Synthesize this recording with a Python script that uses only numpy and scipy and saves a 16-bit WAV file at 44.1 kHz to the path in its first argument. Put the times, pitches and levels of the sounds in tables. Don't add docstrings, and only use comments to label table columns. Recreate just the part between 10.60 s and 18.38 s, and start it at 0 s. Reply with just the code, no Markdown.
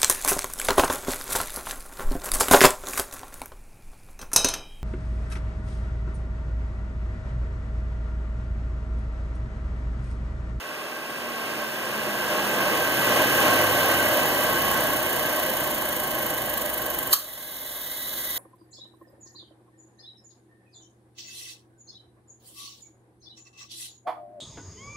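import sys
import numpy as np
from scipy import signal
from scipy.fft import rfft, irfft, next_fast_len
from scipy.io import wavfile
from scipy.ndimage import uniform_filter1d, map_coordinates

SR = 44100
rng = np.random.default_rng(int(sys.argv[2]) if len(sys.argv) > 2 else 0)


def dump(signal):
    limited = np.clip(np.atleast_2d(signal).T, -1, 1)
    pcm = np.round(limited * 32767).astype(np.int16)
    wavfile.write(sys.argv[1], SR, pcm)


N = 343078
TIME = np.arange(N) / SR

# start in seconds, crack level in dB,
# tilt of the crack in dB per octave, ping frequency in Hz, ping level in dB.
CONTACTS = [(6.5292, -7, 2, 4400, -7.5), (6.532, 0, 0.8, 12000, -4), (6.5344, 4, -0.3, 1150, -1.5),
            (6.5386, -3.5, -0.5, 11900, -5), (6.5400, -3, -1, 11900, -4)]
# centre in Hz, width in Hz, dB above the broad colour.
SHIELD = [(1955, 28, 19.5), (3020, 120, 10.5), (6650, 230, 8.5), (7330, 84, 17.5), (10110, 130, 7)]

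REFERENCE_HZ = 37
START_HZ = 55.64


def amp(db):
    return 10 ** (np.asarray(db) / 20)


def unit(x):
    return x / np.sqrt(np.mean(x ** 2) + 1e-20)


def along(points, hz):
    f, v = np.transpose(points)
    return np.interp(np.log(hz + 1e-6), np.log(f), v)


def wobble(rate):
    knots = rng.standard_normal(int(N * rate / SR) + 4)
    return map_coordinates(knots, [TIME * rate])


def filtered(x, response):
    size = x.shape[-1]
    padded = next_fast_len(size + SR // 2)
    hz = np.fft.rfftfreq(padded, 1 / SR)
    return irfft(rfft(x, padded) * response(hz), padded)[..., :size]


def rippled(x, spacing_hz, depth_db):
    knots = rng.standard_normal(int(SR / spacing_hz) + 4)
    return filtered(x, lambda hz: amp(depth_db * map_coordinates(knots, [hz / spacing_hz])))


def white():
    return rng.standard_normal((2, N))


def coloured(pair, spectrum, resonances=()):
    # frequency in Hz, coherence from 0 to 1.
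    likeness = [(100, 0.35), (2000, 0.43), (7000, 0.7), (9000, 1), (12000, 0.94), (15500, 1)]

    def response(hz):
        peaks = 0
        for centre, width, db in resonances:
            peaks = peaks + amp(db) ** 2 / (1 + (2 * (hz - centre) / width) ** 2)
        colour = amp(along(spectrum, hz)) * np.sqrt(1 + peaks)
        angle = np.arccos(np.clip(along(likeness, hz), 0, 1)) / 2
        return colour * np.array([np.cos(angle), np.sin(angle)])

    common, apart = filtered(pair, response)
    return unit(np.array([common + apart, common - apart]))


def shop(rumble_db, draught_db, hum_db):
    # frequency in Hz, level in dB.
    rumble_colour = [(25, 4), (60, 0), (85, -8), (125, 12), (180, -6), (280, 10), (1000, -3), (8000, -36)]
    rumble = coloured(white(), rumble_colour)
    draught = unit(filtered(white(), lambda hz: hz ** 2 / (1 + (hz / 36) ** 4)))
    hum = np.sqrt(2) * np.sin(2 * np.pi * 60 * TIME)
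    hum_gain = amp(hum_db + 2.2 * wobble(3.0))
    return amp(rumble_db) * rumble + amp(draught_db) * draught + hum_gain * hum


def walls(x, t60, wet_db):
    # frequency in Hz, level in dB.
    answer_colour = [(1000, -0.5), (3700, 2), (4500, -0.5), (6500, 2), (9500, -2), (12000, -6), (14000, 0)]
    t = np.arange(SR // 2) / SR
    build_up = 1 - np.exp(-t / 0.0022)
    tail = rng.standard_normal((2, len(t))) * amp(-60 * t / t60) * build_up
    answer = signal.fftconvolve(x, tail / np.linalg.norm(tail[0]), axes=1)[:, :N]
    return filtered(answer, lambda hz: amp(wet_db + along(answer_colour, hz)))


def snap(crack_t60, ping_t60, rise_s, slide_db, slide_s):
    # frequency in Hz, level in dB.
    crack_colour = [(300, -9), (1100, -5), (1900, 8), (2800, 3), (4300, 14.5), (5800, 10), (9000, 13),
                    (12000, 20), (14000, 17.5), (15500, 2)]
    # frequency in Hz, level in dB, t60 in seconds.
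    steel = [(1130, -24, 0.06), (1185, -24.5, 0.12), (1650, -23, 0.072), (3150, -11, .03),
             (3530, -23, 0.11), (3730, -20, 0.12), (11500, -15, .06), (13790, -14, .1)]
    blur_rad, blur_rate = 1.1, 130
    t = np.arange(SR // 2) / SR
    rise = 1 - np.exp(-t / rise_s)

    def mode(hz, db, t60):
        start_phase = rng.random((2, 1))
        stray = blur_rad * map_coordinates(rng.standard_normal(int(blur_rate)), [t * blur_rate])
        return amp(db - 60 * t / t60) * np.sin(2 * np.pi * (hz * t + start_phase) + stray)

    early = CONTACTS[0][0] - TIME
    slide = (early > 0) * amp(slide_db) * np.exp(-np.abs(early) / slide_s)
    out = slide * coloured(white(), crack_colour)
    for start_s, db, tilt, ping_hz, ping_db in CONTACTS:
        tilted = [(hz, level + tilt * np.log2(hz / crack_colour[0][0])) for hz, level in crack_colour]
        crack = amp(db - 60 * t / crack_t60) * coloured(rng.standard_normal((2, len(t))), tilted)
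        ring = sum(mode(hz, db + mode_db - 3.0, t60) for hz, mode_db, t60 in steel)
        ping = mode(ping_hz, ping_db, ping_t60)
        out[:, round(start_s * SR):][:, :len(t)] += rise * (crack + ring + ping)
    return out


def drag(level_db, fade_db, grain_db):
    # frequency in Hz, level in dB.
    drag_colour = [(200, -14), (600, -14), (1150, -5.5), (1330, -9), (2400, -20), (3400, 3), (4500, -3.5),
                   (5800, -4), (9000, -5), (10200, 4), (13000, 4.5), (15500, 1.5)]
    # centre in Hz, width in Hz, dB above the broad colour.
    plate = [(1664, 32, 21), (1954, 23, 29.5), (2100, 27, 30), (2530, 30, -3), (3760, 39, 9),
             (3990, 31, 10.5), (6960, 100, 6), (11700, 110, -3), (13850, 190, -1)]
    age = np.maximum(TIME - CONTACTS[-1][0], 0)
    pressed = 1 - np.exp(-age / .02)
    level = amp(level_db - fade_db * age + grain_db * wobble(170))
    return pressed * level * coloured(white(), drag_colour, plate)


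def shaft_speed():
    coast_s = 7.485
    brake_hz_per_s = 2.4
    shut_s = np.maximum(TIME - CONTACTS[-1][0], 0)
    return START_HZ * np.exp(-TIME / coast_s) - brake_hz_per_s * shut_s


def rubbing(speed, turns, growth, high_spot, arc, grain_db):
    # frequency in Hz, level in dB.
    hiss_colour = [(800, -26), (3000, 11.5), (4800, 3), (7500, 2.5), (10000, 14.5), (12000, 13.5),
                   (14000, 17), (15500, 9)]
    # frequency in Hz, level in dB.
    scrape_colour = [(1000, -10), (4000, -7.5), (7500, -15.5), (9500, 0), (11400, -4), (13000, 5.5),
                     (14000, 7), (15500, -2)]
    hiss_db, scrape_db = -29.0, -26
    below_hz, spread_hz = 59, 1.2
    away = (turns - high_spot + .5) % 1 - .5
    touch = np.exp(-(2 * away / arc) ** 2) * amp(0.9 * wobble(25))
    settled = 1 / (1 + np.exp((speed - below_hz) / spread_hz))
    hiss_gain = amp(hiss_db + grain_db * wobble(400)) * (speed / REFERENCE_HZ) ** growth
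    hiss = hiss_gain * coloured(white(), hiss_colour, SHIELD)
    scrape_gain = amp(scrape_db + grain_db * wobble(500)) * settled * touch
    scrape = scrape_gain * coloured(white(), scrape_colour, SHIELD)
    return hiss + scrape


def whir(speed, turns, growth, wander, waver_db):
    # multiple of the shaft speed,
    # level in dB at the reference speed before the base's response.
    orders = [(1, -60.5), (2.83, -48), (3.45, -53), (4.62, -44.8), (8, -45.2), (13.7, -48), (22.2, -50)]
    # frequency in Hz, gain in dB.
    board = [(50, 0), (78, -5), (90, 0), (103, 5), (123, 0), (143, -3.5), (158, -9), (180, -5), (200, 3),
             (235, 2.5), (250, -1), (265, 2.5), (290, -1), (330, 2), (430, -0.5), (800, -2)]
    tones = 0
    for multiple, db in orders:
        level = amp(db + along(board, multiple * speed) + waver_db * wobble(7))
        phase = 2 * np.pi * multiple * turns + wander * wobble(9)
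        tones = tones + level * np.sin(phase)
    return np.sqrt(2) * tones * (speed / REFERENCE_HZ) ** growth


def fan(speed, turns, level_db, growth):
    # multiple of the shaft speed, level in dB.
    eddy_colour = [(.8, -23), (2, -9.5), (4, -2.5), (7, -0.5), (13, 1), (30, 1), (100, -2.5), (400, -10.5)]
    # frequency in Hz, dB at full speed, dB when slow.
    air_colour = [(30, -15, -23), (70, -2, -14), (99, -3.5, -11), (140, -2, -3), (177, -6, -9),
                  (209, -2.5, -4.5), (358, 1.5, -0.5), (432, 0, -10.5), (500, -0.5, 1), (690, -2.5, -1.5),
                  (950, -2, -5), (992, -3, -1), (1386, -3.5, -10.5), (1840, -7.5, -8.5), (2140, -5, -10.5),
                  (2720, -0.5, -9.5), (2930, -4.5, -8), (3500, -8.5, -11.5), (4250, -13, -11.5),
                  (5040, -6.5, -12), (6050, -13, -10), (8950, -11.5, -18), (15500, -20, -9)]
    # centre in Hz, width in Hz,
    # dB above the broad colour at full speed, dB above it when slow.
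    cowl = [(520, 20, 0, -16), (612, 27.6, 6, 6.5), (1090, 33, 9, 8), (1560.6, 43, 10.5, 14.5),
            (1592, 13, 13.5, -8), (1663, 20, 7, 13), (1948, 68, 5.5, 10), (2156, 58, -3, 10),
            (2600, 170, -0.5, -3), (2993, 83, -5, 8.5)]
    slow_hz = 26.8
    place = turns * SR / REFERENCE_HZ
    noise = rng.standard_normal((2, int(place[-1]) + 2))
    eddies = filtered(noise, lambda hz: amp(along(eddy_colour, hz / REFERENCE_HZ)))
    eddies = rippled(eddies, spacing_hz=20, depth_db=0.8)
    swept = np.array([map_coordinates(eddy, [place], order=3) for eddy in eddies])

    fast_air = [(hz, db) for hz, db, _ in air_colour]
    slow_air = [(hz, db) for hz, _, db in air_colour]
    fast_cowl = [(hz, width, db) for hz, width, db, _ in cowl]
    slow_cowl = [(hz, width, db) for hz, width, _, db in cowl]
    fast = coloured(swept, fast_air, fast_cowl)
    slow = coloured(swept, slow_air, slow_cowl)
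    flow = np.clip((speed - slow_hz) / (START_HZ - slow_hz), 0, 1)
    gain = amp(level_db + 0.72 * wobble(7)) * (speed / REFERENCE_HZ) ** growth
    return gain * (flow * fast + (1 - flow) * slow)


def scene():
    speed = shaft_speed()
    turns = np.cumsum(speed) / SR
    background = shop(rumble_db=-50.5, draught_db=-57.0, hum_db=-54.5)
    switch = snap(crack_t60=0.031, ping_t60=0.021, rise_s=0.00011, slide_db=-19, slide_s=0.007)
    room = walls(switch, t60=0.29, wet_db=-4.5) + background
    collar = drag(level_db=-26.0, fade_db=0.4, grain_db=1.0)
    shaft = rubbing(speed, turns, growth=1.46, high_spot=0.11, arc=0.36, grain_db=1.27)
    friction = rippled(shaft + collar, spacing_hz=45, depth_db=1.1)
    tones = whir(speed, turns, growth=3.9, wander=0.5, waver_db=1.8)
    roar = fan(speed, turns, level_db=-20.5, growth=3.07)
    air = rippled(roar, spacing_hz=16, depth_db=0.8)
    return air + tones + friction + switch + room


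def widened(ports, onset_hz, first_hz, period_hz):
    # frequency in Hz, angle in radians.
    low_angle = [(25, 0.8), (60, 0.46), (125, 0.3), (300, 0.35), (600, 0.29), (1200, 0.16)]
    # frequency in Hz, gain in dB.
    leak = [(1500, -34), (2500, -8), (4500, -28), (15000, -37)]
    # frequency in Hz, difference in dB.
    balance = [(100, -3), (600, -1.5), (1300, 0.3), (2600, -2), (4000, -0.4), (9000, -2.5), (14000, -1)]

    def split(hz):
        angle = np.where(hz > onset_hz, np.pi * (hz - first_hz) / period_hz, along(low_angle, hz))
        return np.array([np.cos(angle), -1j * np.sin(angle)])

    mid, side = filtered(ports, split)
    mid = mid + filtered(ports[1] - ports[0], lambda hz: amp(along(leak, hz)))
    stereo = np.array([mid + side, mid - side])
    return filtered(stereo, lambda hz: amp(np.outer([.5, -.5], along(balance, hz))))


def gain_control(x, limit_db, start_db, release_db):
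    power = np.abs(uniform_filter1d(np.mean(x ** 2, axis=0), size=130))
    excess_db = np.maximum(10 * np.log10(power + 1e-12) - limit_db, 0)
    held_db = np.maximum.accumulate(np.maximum(excess_db + release_db * TIME, start_db))
    return x * amp(release_db * TIME - held_db)


def record(dry):
    wide = widened(dry, onset_hz=1720, first_hz=1300, period_hz=2570)
    levelled = gain_control(wide, limit_db=-11.5, start_db=25.0, release_db=9.0)
    return filtered(levelled, lambda hz: hz < 15750)


dry = scene()
out = record(dry)
dump(out)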